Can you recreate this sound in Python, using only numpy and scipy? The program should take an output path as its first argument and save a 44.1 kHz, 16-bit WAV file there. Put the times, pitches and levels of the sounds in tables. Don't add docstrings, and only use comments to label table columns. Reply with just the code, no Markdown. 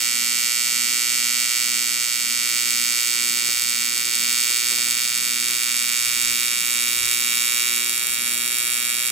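import sys
import numpy as np
from scipy import signal
from scipy.fft import rfft, irfft, next_fast_len
from scipy.io import wavfile
from scipy.ndimage import uniform_filter1d

SR = 44100
rng = np.random.default_rng(int(sys.argv[2]) if len(sys.argv) > 2 else 0)


def int16_out(signal):
    q = np.round(np.clip(np.atleast_2d(signal).T, -1, 1) * 32767)
    wavfile.write(sys.argv[1], SR, q.astype(np.int16))


def ratio(d):
    e = np.asarray(d, float) / 20
    return 10 ** e


N = 401751
ARC_HZ = 120.2598
FILTER_SIZE = 2048

# time in seconds, level in dB.
ARC_LEVEL = [(0.0, -22), (1.37, -21.5), (2.2, -23), (2.79, -21.5), (4.06, -23.5), (4.31, -21.5),
             (5.2, -23.5), (6.24, -22), (6.57, -23), (7.59, -22), (7.97, -23), (9.11, -22)]
# time in seconds, place (0 seam start, 1 half way, 2 near the glove, 3 tilted over).
TORCH_PATH = [
    (0, 0),
    (1.2, 0),
    (5.0, 1),
    (7.3, 2),
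    (7.75, 2),
    (7.95, 3),
    (9.11, 3),
]
# frequency in Hz, left level in dB, right level in dB.
SNAP_COLOUR = [(660, -86.5, -80.5), (1225, -69, -72), (1786, -82, -67.5), (2388, -66, -57),
               (3760, -45.5, -52.5), (4650, -51.5, -51.5), (7540, -57, -50.5), (7930, -51.5, -42.5),
               (9980, -50, -51), (10490, -53, -42), (12800, -50, -50), (14910, -53, -49.5),
               (16950, -66.5, -88.5)]
# frequency in Hz, gain in dB.
SECOND_COLOUR = [(700, 13), (2000, 19.5), (4000, -0.1), (6500, 3), (9000, -9.5), (12000, -8), (14500, -4),
                 (15700, 8)]
# frequency in Hz, left delay in ms, right delay in ms.
BAND_DELAY = [(1000.0, 0.234, 0.181), (3000.0, 0.057, 0.213), (5500.0, 0.262, 0.195),
              (7000.0, 0.191, 0.103), (8500.0, -0.725, -0.346), (10000.0, 0.031, -0.294),
              (15700.0, 0.069, -0.267)]
# delay in ms, signed gain at torch places 0, 1, 2 and 3.
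LEFT_ECHOES = [(0.0, -1.01, -1.08, -1.02, -0.73), (0.096, -0.029, -0.016, -0.37, -0.54),
               (0.24, 0.36, 0.51, 0.43, 0.23), (0.324, -0.05, -0.2, -0.095, 0.094),
               (0.426, -0.66, -0.64, -0.49, -0.41), (0.486, -0.067, -0.093, -0.08, 0.13),
               (0.546, -0.49, -0.37, -0.58, -0.56), (0.648, -0.2, -0.2, -0.045, 0.025),
               (0.768, -0.2, -0.21, -0.34, -0.25), (0.846, 0.29, 0.2, 0.21, 0.2),
               (0.948, -0.19, -0.041, 0.3, 0.31), (1.032, 0.2, 0.28, 0.37, 0.33),
               (1.11, -0.33, -0.37, -0.19, -0.061), (4.164, 0.057, -0.016, -0.018, 0.0099),
               (6.228, 0.16, 0.1, -0.15, -0.14), (6.324, 0.3, 0.2, 0.17, 0.11),
               (6.45, 0.088, 0.011, 0.27, 0.17)]
# delay in ms, signed gain at torch places 0, 1, 2 and 3.
RIGHT_ECHOES = [(0.0, -0.82, -0.91, -1.1, -0.87), (0.088, 0.56, 0.57, 0.39, 0.18),
                (0.331, 0.23, 0.43, 0.27, 0.27), (0.417, -0.26, -0.25, -0.15, -0.073),
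                (0.546, -0.081, -0.054, -0.16, -0.088), (0.632, -0.26, -0.085, -0.019, -0.12),
                (0.702, 0.095, 0.12, 0.13, 0.17), (0.948, -0.11, 0.14, 0.076, 0.037),
                (1.02, 0.16, 0.12, 0.15, 0.24), (1.148, 0.31, 0.14, 0.13, 0.089),
                (2.076, -0.29, -0.071, 0.06, 0.01), (4.165, 0.23, 0.1, 0.094, 0.057),
                (6.163, -0.01, -0.33, -0.16, -0.17), (6.22, -0.23, -0.14, -0.084, -0.035),
                (6.384, -0.00056, -0.088, 0.11, 0.062), (8.004, -0.067, -0.08, -0.25, -0.19)]
# time in seconds, treble change in dB.
SPITTING_SNAPS = [(0.153, 2), (1.55, -5), (2.706, 4), (3.596, 5), (3.621, 5.1), (3.696, 3.5), (3.978, 5),
                  (4.053, 4), (4.153, 6), (4.328, 3), (4.386, 4), (4.91, 7), (5.483, 5), (5.633, 4),
                  (5.907, -7), (6.215, 4), (7.072, -7), (7.113, 6), (7.853, -6), (7.895, 7), (7.978, 4),
                  (8.069, 5), (8.361, -3.6), (8.585, 4), (8.643, -7), (8.884, -3.3)]
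# frequency in Hz, density in dB per Hz.
GAS_SPECTRUM = [(600, -21), (1000, -10.5), (1700, -6.5), (2200, -3.5), (4000, 2), (8000, 2.5), (9600, -1.5),
                (12000, -2.5), (13500, 3), (15500, -4)]
# frequency in Hz, width in Hz, depth (0-1) at the first
TORCH_DIPS = [(4150, 150, 1, 0.24), (9030, 410, 0.5, .2), (12650, 500, .7, 0.4), (15000, 1800, 0.7, 0.44),
              (5860, 100, 0.45, .05), (9360, 300, .4, .05)]
# frequency in Hz, density in dB per Hz.
SHOP_SPECTRUM = [(20, -19), (50, -21), (110, -11), (200, -1.5), (300, -6), (500, -16.5), (1200, -29.5)]
# frequency in Hz, density in dB per Hz.
FAN_AIR_SPECTRUM = [(200, -25.5), (400, 2.5), (700, 3.5), (1200, -1.5), (2500, -25)]
# multiple of the arc rate, level in dB, left minus right in dB, throb share (0-1),
# rise over the weld in dB.
HUM_PARTIALS = [(1, -63, 3, .05, -2), (2, -54, -3.5, 0.11, -3), (3, -55.5, -3, 0.22, 3),
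                (4, -72.5, -1, 0.24, 5), (5, -73, -2, 0.045, 3.5), (6, -70, -3, .05, 9.5),
                (8, -62.5, 1, .05, 0.1)]
# frequency in Hz, density in dB per Hz.
RUMBLE_SPECTRUM = [(15, -6), (40, -7.5), (80, -3.5), (130, -2), (300, -30)]
# middle in seconds, length in seconds, rumble level in dB.
GLOVE_SHIFTS = [
    (3.499, 0.93, -63),
    (4.05, .3, -64),
    (4.751, 0.72, -58),
    (5.55, .6, -61),
    (6.201, .9, -60),
    (7.1, 0.5, -55),
    (8.5, 1.7, -60),
]
# time in seconds, peak level in dB.
BENCH_KNOCKS = [(3.289, -40), (3.359, -41), (3.469, -35), (3.599, -48), (4.49, -38), (4.619, -40),
                (4.702, -34.5), (4.769, -37), (4.859, -37), (7.048, -49), (8.049, -41), (8.349, -44)]
# start in seconds, end in seconds.
SILENT_SPELLS = [(0.06, 0.24), (0.26, 0.42), (0.44, 0.96), (0.97, 1.4), (1.42, 1.55), (1.7, 1.77),
                 (1.79, 1.84), (1.86, 1.91), (1.93, 2.02), (2.04, 2.14), (2.2, 2.42), (2.44, 2.49),
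                 (2.93, 2.98), (3.16, 3.21), (7.89, 7.92)]
# low edge in Hz, high edge in Hz, last time in seconds, share (0-1) of other frames thinned.
THIN_BANDS = [(3930, 4050, 3.3, .5), (9440, 9680, 1.42, .15), (12280, 13050, 9, .3), (15100, 16000, 4, .35)]


def table(rows):
    return np.array(rows, float).T


def level(x, db):
    return x * ratio(db) / np.sqrt(np.mean(x ** 2))


def causal(hz, db):
    grid = np.fft.rfftfreq(FILTER_SIZE, 1 / SR) + 1
    log_gain = np.log(ratio(np.interp(np.log(grid), np.log(hz), db)))
    cepstrum = irfft(log_gain)
    cepstrum[1:FILTER_SIZE // 2] *= 2
    cepstrum[FILTER_SIZE // 2 + 1:] = 0
    return np.exp(rfft(cepstrum))


def coloured(x, rows):
    return signal.oaconvolve(x, irfft(causal(*table(rows))))[:N]


def walk(rate):
    hold = int(SR / rate)
    steps = np.repeat(rng.standard_normal(N // hold + 1), hold)
    return 1.24 * uniform_filter1d(steps, hold)[:N]


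def wide_noise(rows, alike, db):
    mid = coloured(rng.standard_normal(N), rows)
    side = coloured(rng.standard_normal(N), rows) * np.array([[1], [-1]])
    alike = np.clip(alike, 0, 1)
    return level(np.sqrt(1 + alike) * mid + np.sqrt(1 - alike) * side, db)


def snaps(start_ms, unrest, scatter_db, jitter_us, crackle_db, crackle_ms, sharp_db=0):
    count = len(unrest)
    timing, strength = unrest * rng.standard_normal((count, 2)).T
    at = SR * (np.arange(count) / ARC_HZ + start_ms / 1000 + jitter_us * 1e-6 * timing)
    index = at.astype(int)[:, None] + np.arange(-15, 49)
    gap = index - at[:, None]
    click = np.sinc(gap) * np.cos(np.pi * np.clip(gap, -16, 16) / 32) ** 2
    decay = np.exp(-abs(gap) / (crackle_ms * SR / 1000))
    crackle = unrest[:, None] * rng.standard_normal(gap.shape) * decay
    plain, sharp = np.zeros((2, N + FILTER_SIZE))
    plain[index] = ratio(scatter_db * strength)[:, None] * click + ratio(crackle_db) * crackle
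    sharp[index] = np.reshape(ratio(sharp_db) - 1, (-1, 1)) * click
    treble = signal.sosfilt(signal.butter(1, 2500, "high", fs=SR, output="sos"), sharp)
    return (plain + treble)[:N] * SR / ARC_HZ


def paths(port, echoes):
    grid = np.fft.rfftfreq(FILTER_SIZE, 1 / SR)
    colour, delay, (ms, *gains) = table(SNAP_COLOUR), table(BAND_DELAY), table(echoes)
    turns = np.cumsum(np.interp(grid, delay[0], delay[1 + port])) * grid[1] / 1000
    bounce = np.array(gains) @ np.exp(-2j * np.pi * np.outer(ms / 1000, grid))
    response = irfft(causal(colour[0], colour[1 + port]) * np.exp(-2j * np.pi * turns) * bounce)
    return np.roll(response, FILTER_SIZE // 8, axis=1)


def arc(place, unrest):
    first_ms, second_after_ms = 3.628, 2.071
    cycles = np.arange(int(N / SR * ARC_HZ))
    unrest = unrest[(cycles * SR / ARC_HZ).astype(int)]
    sharp_db = 1.1 * unrest * rng.standard_normal(len(unrest))
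    spit_s, spit_db = table(SPITTING_SNAPS)
    sharp_db[(spit_s * ARC_HZ).astype(int)] = 0.83 * spit_db
    first = snaps(first_ms, unrest, scatter_db=-0.2, jitter_us=4.0, crackle_db=-21, crackle_ms=0.39,
                  sharp_db=sharp_db)
    second = snaps(first_ms + second_after_ms, unrest, scatter_db=-0.04, jitter_us=2.7,
                   crackle_db=-26, crackle_ms=0.39)
    both = (first + coloured(second, SECOND_COLOUR)) * ratio(0.17 * walk(25))
    shares = [both * np.clip(1 - abs(place - k), 0, 1) for k in range(4)]
    ports = []
    for port, echoes in enumerate((LEFT_ECHOES, RIGHT_ECHOES)):
        ports.append(sum(map(signal.oaconvolve, shares, paths(port, echoes))))
    start = FILTER_SIZE // 8
    buzz = np.array(ports)[:, start:start + N]
    return buzz


def walls(x, t60_s, gap_ms, wet_db):
    age = np.arange(SR // 5) / SR
    tail = rng.standard_normal((2, len(age))) * ratio(-60 * age / t60_s) * (age > gap_ms / 1000)
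    tail *= ratio(wet_db) / np.sqrt(np.sum(tail ** 2, axis=1, keepdims=True))
    return signal.oaconvolve(x, tail, axes=1)[:, :N]


def shielding_gas(t):
    fade_db_per_s = -0.55
    hiss = wide_noise(GAS_SPECTRUM, alike=0.37, db=-32.5)
    return hiss * ratio(fade_db_per_s * t + 1.64 * walk(15))


def spectral_dips(x, place):
    for hz, width_hz, first, last in TORCH_DIPS:
        band = signal.lfilter(*signal.iirpeak(hz, hz / width_hz, fs=SR), x)
        depth = np.clip(first + (last - first) * place / 3, 0, 1)
        x = x - depth * band
    return x


def shop_air():
    return wide_noise(SHOP_SPECTRUM, alike=0.89, db=-54) * ratio(1.5 * walk(2.967))


def fan_air():
    return wide_noise(FAN_AIR_SPECTRUM, alike=0.14, db=-56.5)


def welder(t):
    fan_hz, in_step_s = 238.53, 4.31
    throb_hz, throb_peak_s = 1.33, 4.005
    turn = 2 * np.pi * (t - in_step_s)
    throb = np.cos(2 * np.pi * throb_hz * (t - throb_peak_s))
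    sides = np.array([[1], [-1]]) / 2
    hum = 0
    for k, db, pan_db, share, rise_db in HUM_PARTIALS:
        gain = ratio(db + rise_db * t / t[-1] + 1.3 * walk(2.49) + pan_db * sides)
        hum = hum + gain * (1 + share * throb) * np.sin(k * ARC_HZ * turn)
    blade = ratio(-58 + 1.4 * walk(6.5)) * np.sin(fan_hz * turn)
    octave = ratio(-71.5) * np.sin(2 * fan_hz * turn)
    return np.sqrt(2) * (hum + blade + octave)


def rumble(t):
    swell = 0
    for s, length_s, db in GLOVE_SHIFTS:
        swell = swell + ratio(db) * np.cos(np.pi * np.clip((t - s) / length_s, -.5, .5)) ** 2
    noise = wide_noise(RUMBLE_SPECTRUM, alike=0.8, db=-1)
    return noise * (ratio(-66.5) + swell) * ratio(2.5 * walk(4.5))


def bumps(t):
    pitch_hz, t60_s, attack_s = 220.8, 0.18, 0.016
    out, age = np.zeros(N), t[:SR // 4]
    band = signal.butter(1, [pitch_hz / 4, pitch_hz * 3.4], "band", fs=SR, output="sos")
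    envelope = ratio(-60 * age / t60_s) * np.minimum(age / attack_s, 1)
    for s, db in BENCH_KNOCKS:
        burst = signal.sosfilt(band, rng.standard_normal(len(age)) * envelope)
        out[int(s * SR):][:len(age)] += ratio(db) * burst / abs(burst).max()
    return out


def scene():
    t = np.arange(N) / SR
    place = np.interp(t, *table(TORCH_PATH))
    cold, hot, heat_up_s = 0.44, 0.89, 2.8
    unrest = hot - (hot - cold) * np.exp(-(t / heat_up_s) ** 2)
    buzz = arc(place, unrest) * ratio(np.interp(t, *table(ARC_LEVEL)) + 23.5)
    late = walls(buzz, t60_s=0.17, gap_ms=1.5, wet_db=-11.5)
    torch = spectral_dips(buzz + late + shielding_gas(t), place)
    return torch + shop_air() + fan_air() + welder(t) + rumble(t) + bumps(t)


def thin_weak_bands(x):
    top_hz, frame, margin_s = 15830, 1024, 0.008
    size = next_fast_len(N)
    grid = np.fft.rfftfreq(size, 1 / SR)
    whole = rfft(x, size) * (grid < top_hz)
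    out = irfft(whole, size)[:, :N]
    for low_hz, high_hz, last_s, share in THIN_BANDS:
        frame_mute = np.clip(1.2 - rng.random(N // frame + 1) / share, 0, .7)
        mute = np.repeat(frame_mute, frame)[:N]
        for start, stop in SILENT_SPELLS:
            mute[int((start + margin_s) * SR):int((min(stop, last_s) - margin_s) * SR)] = 1
        mute = uniform_filter1d(uniform_filter1d(mute, frame // 4), frame // 4)
        band = irfft(whole * ((grid > low_hz) & (grid < high_hz)), size)[:, :N]
        out = out - band * mute
    return out


def top_cut(x):
    return signal.sosfilt(signal.butter(12, 16130, fs=SR, output="sos"), x)


def record(dry):
    mix = thin_weak_bands(dry)
    return top_cut(mix)


dry = scene()
out = record(dry)
int16_out(out)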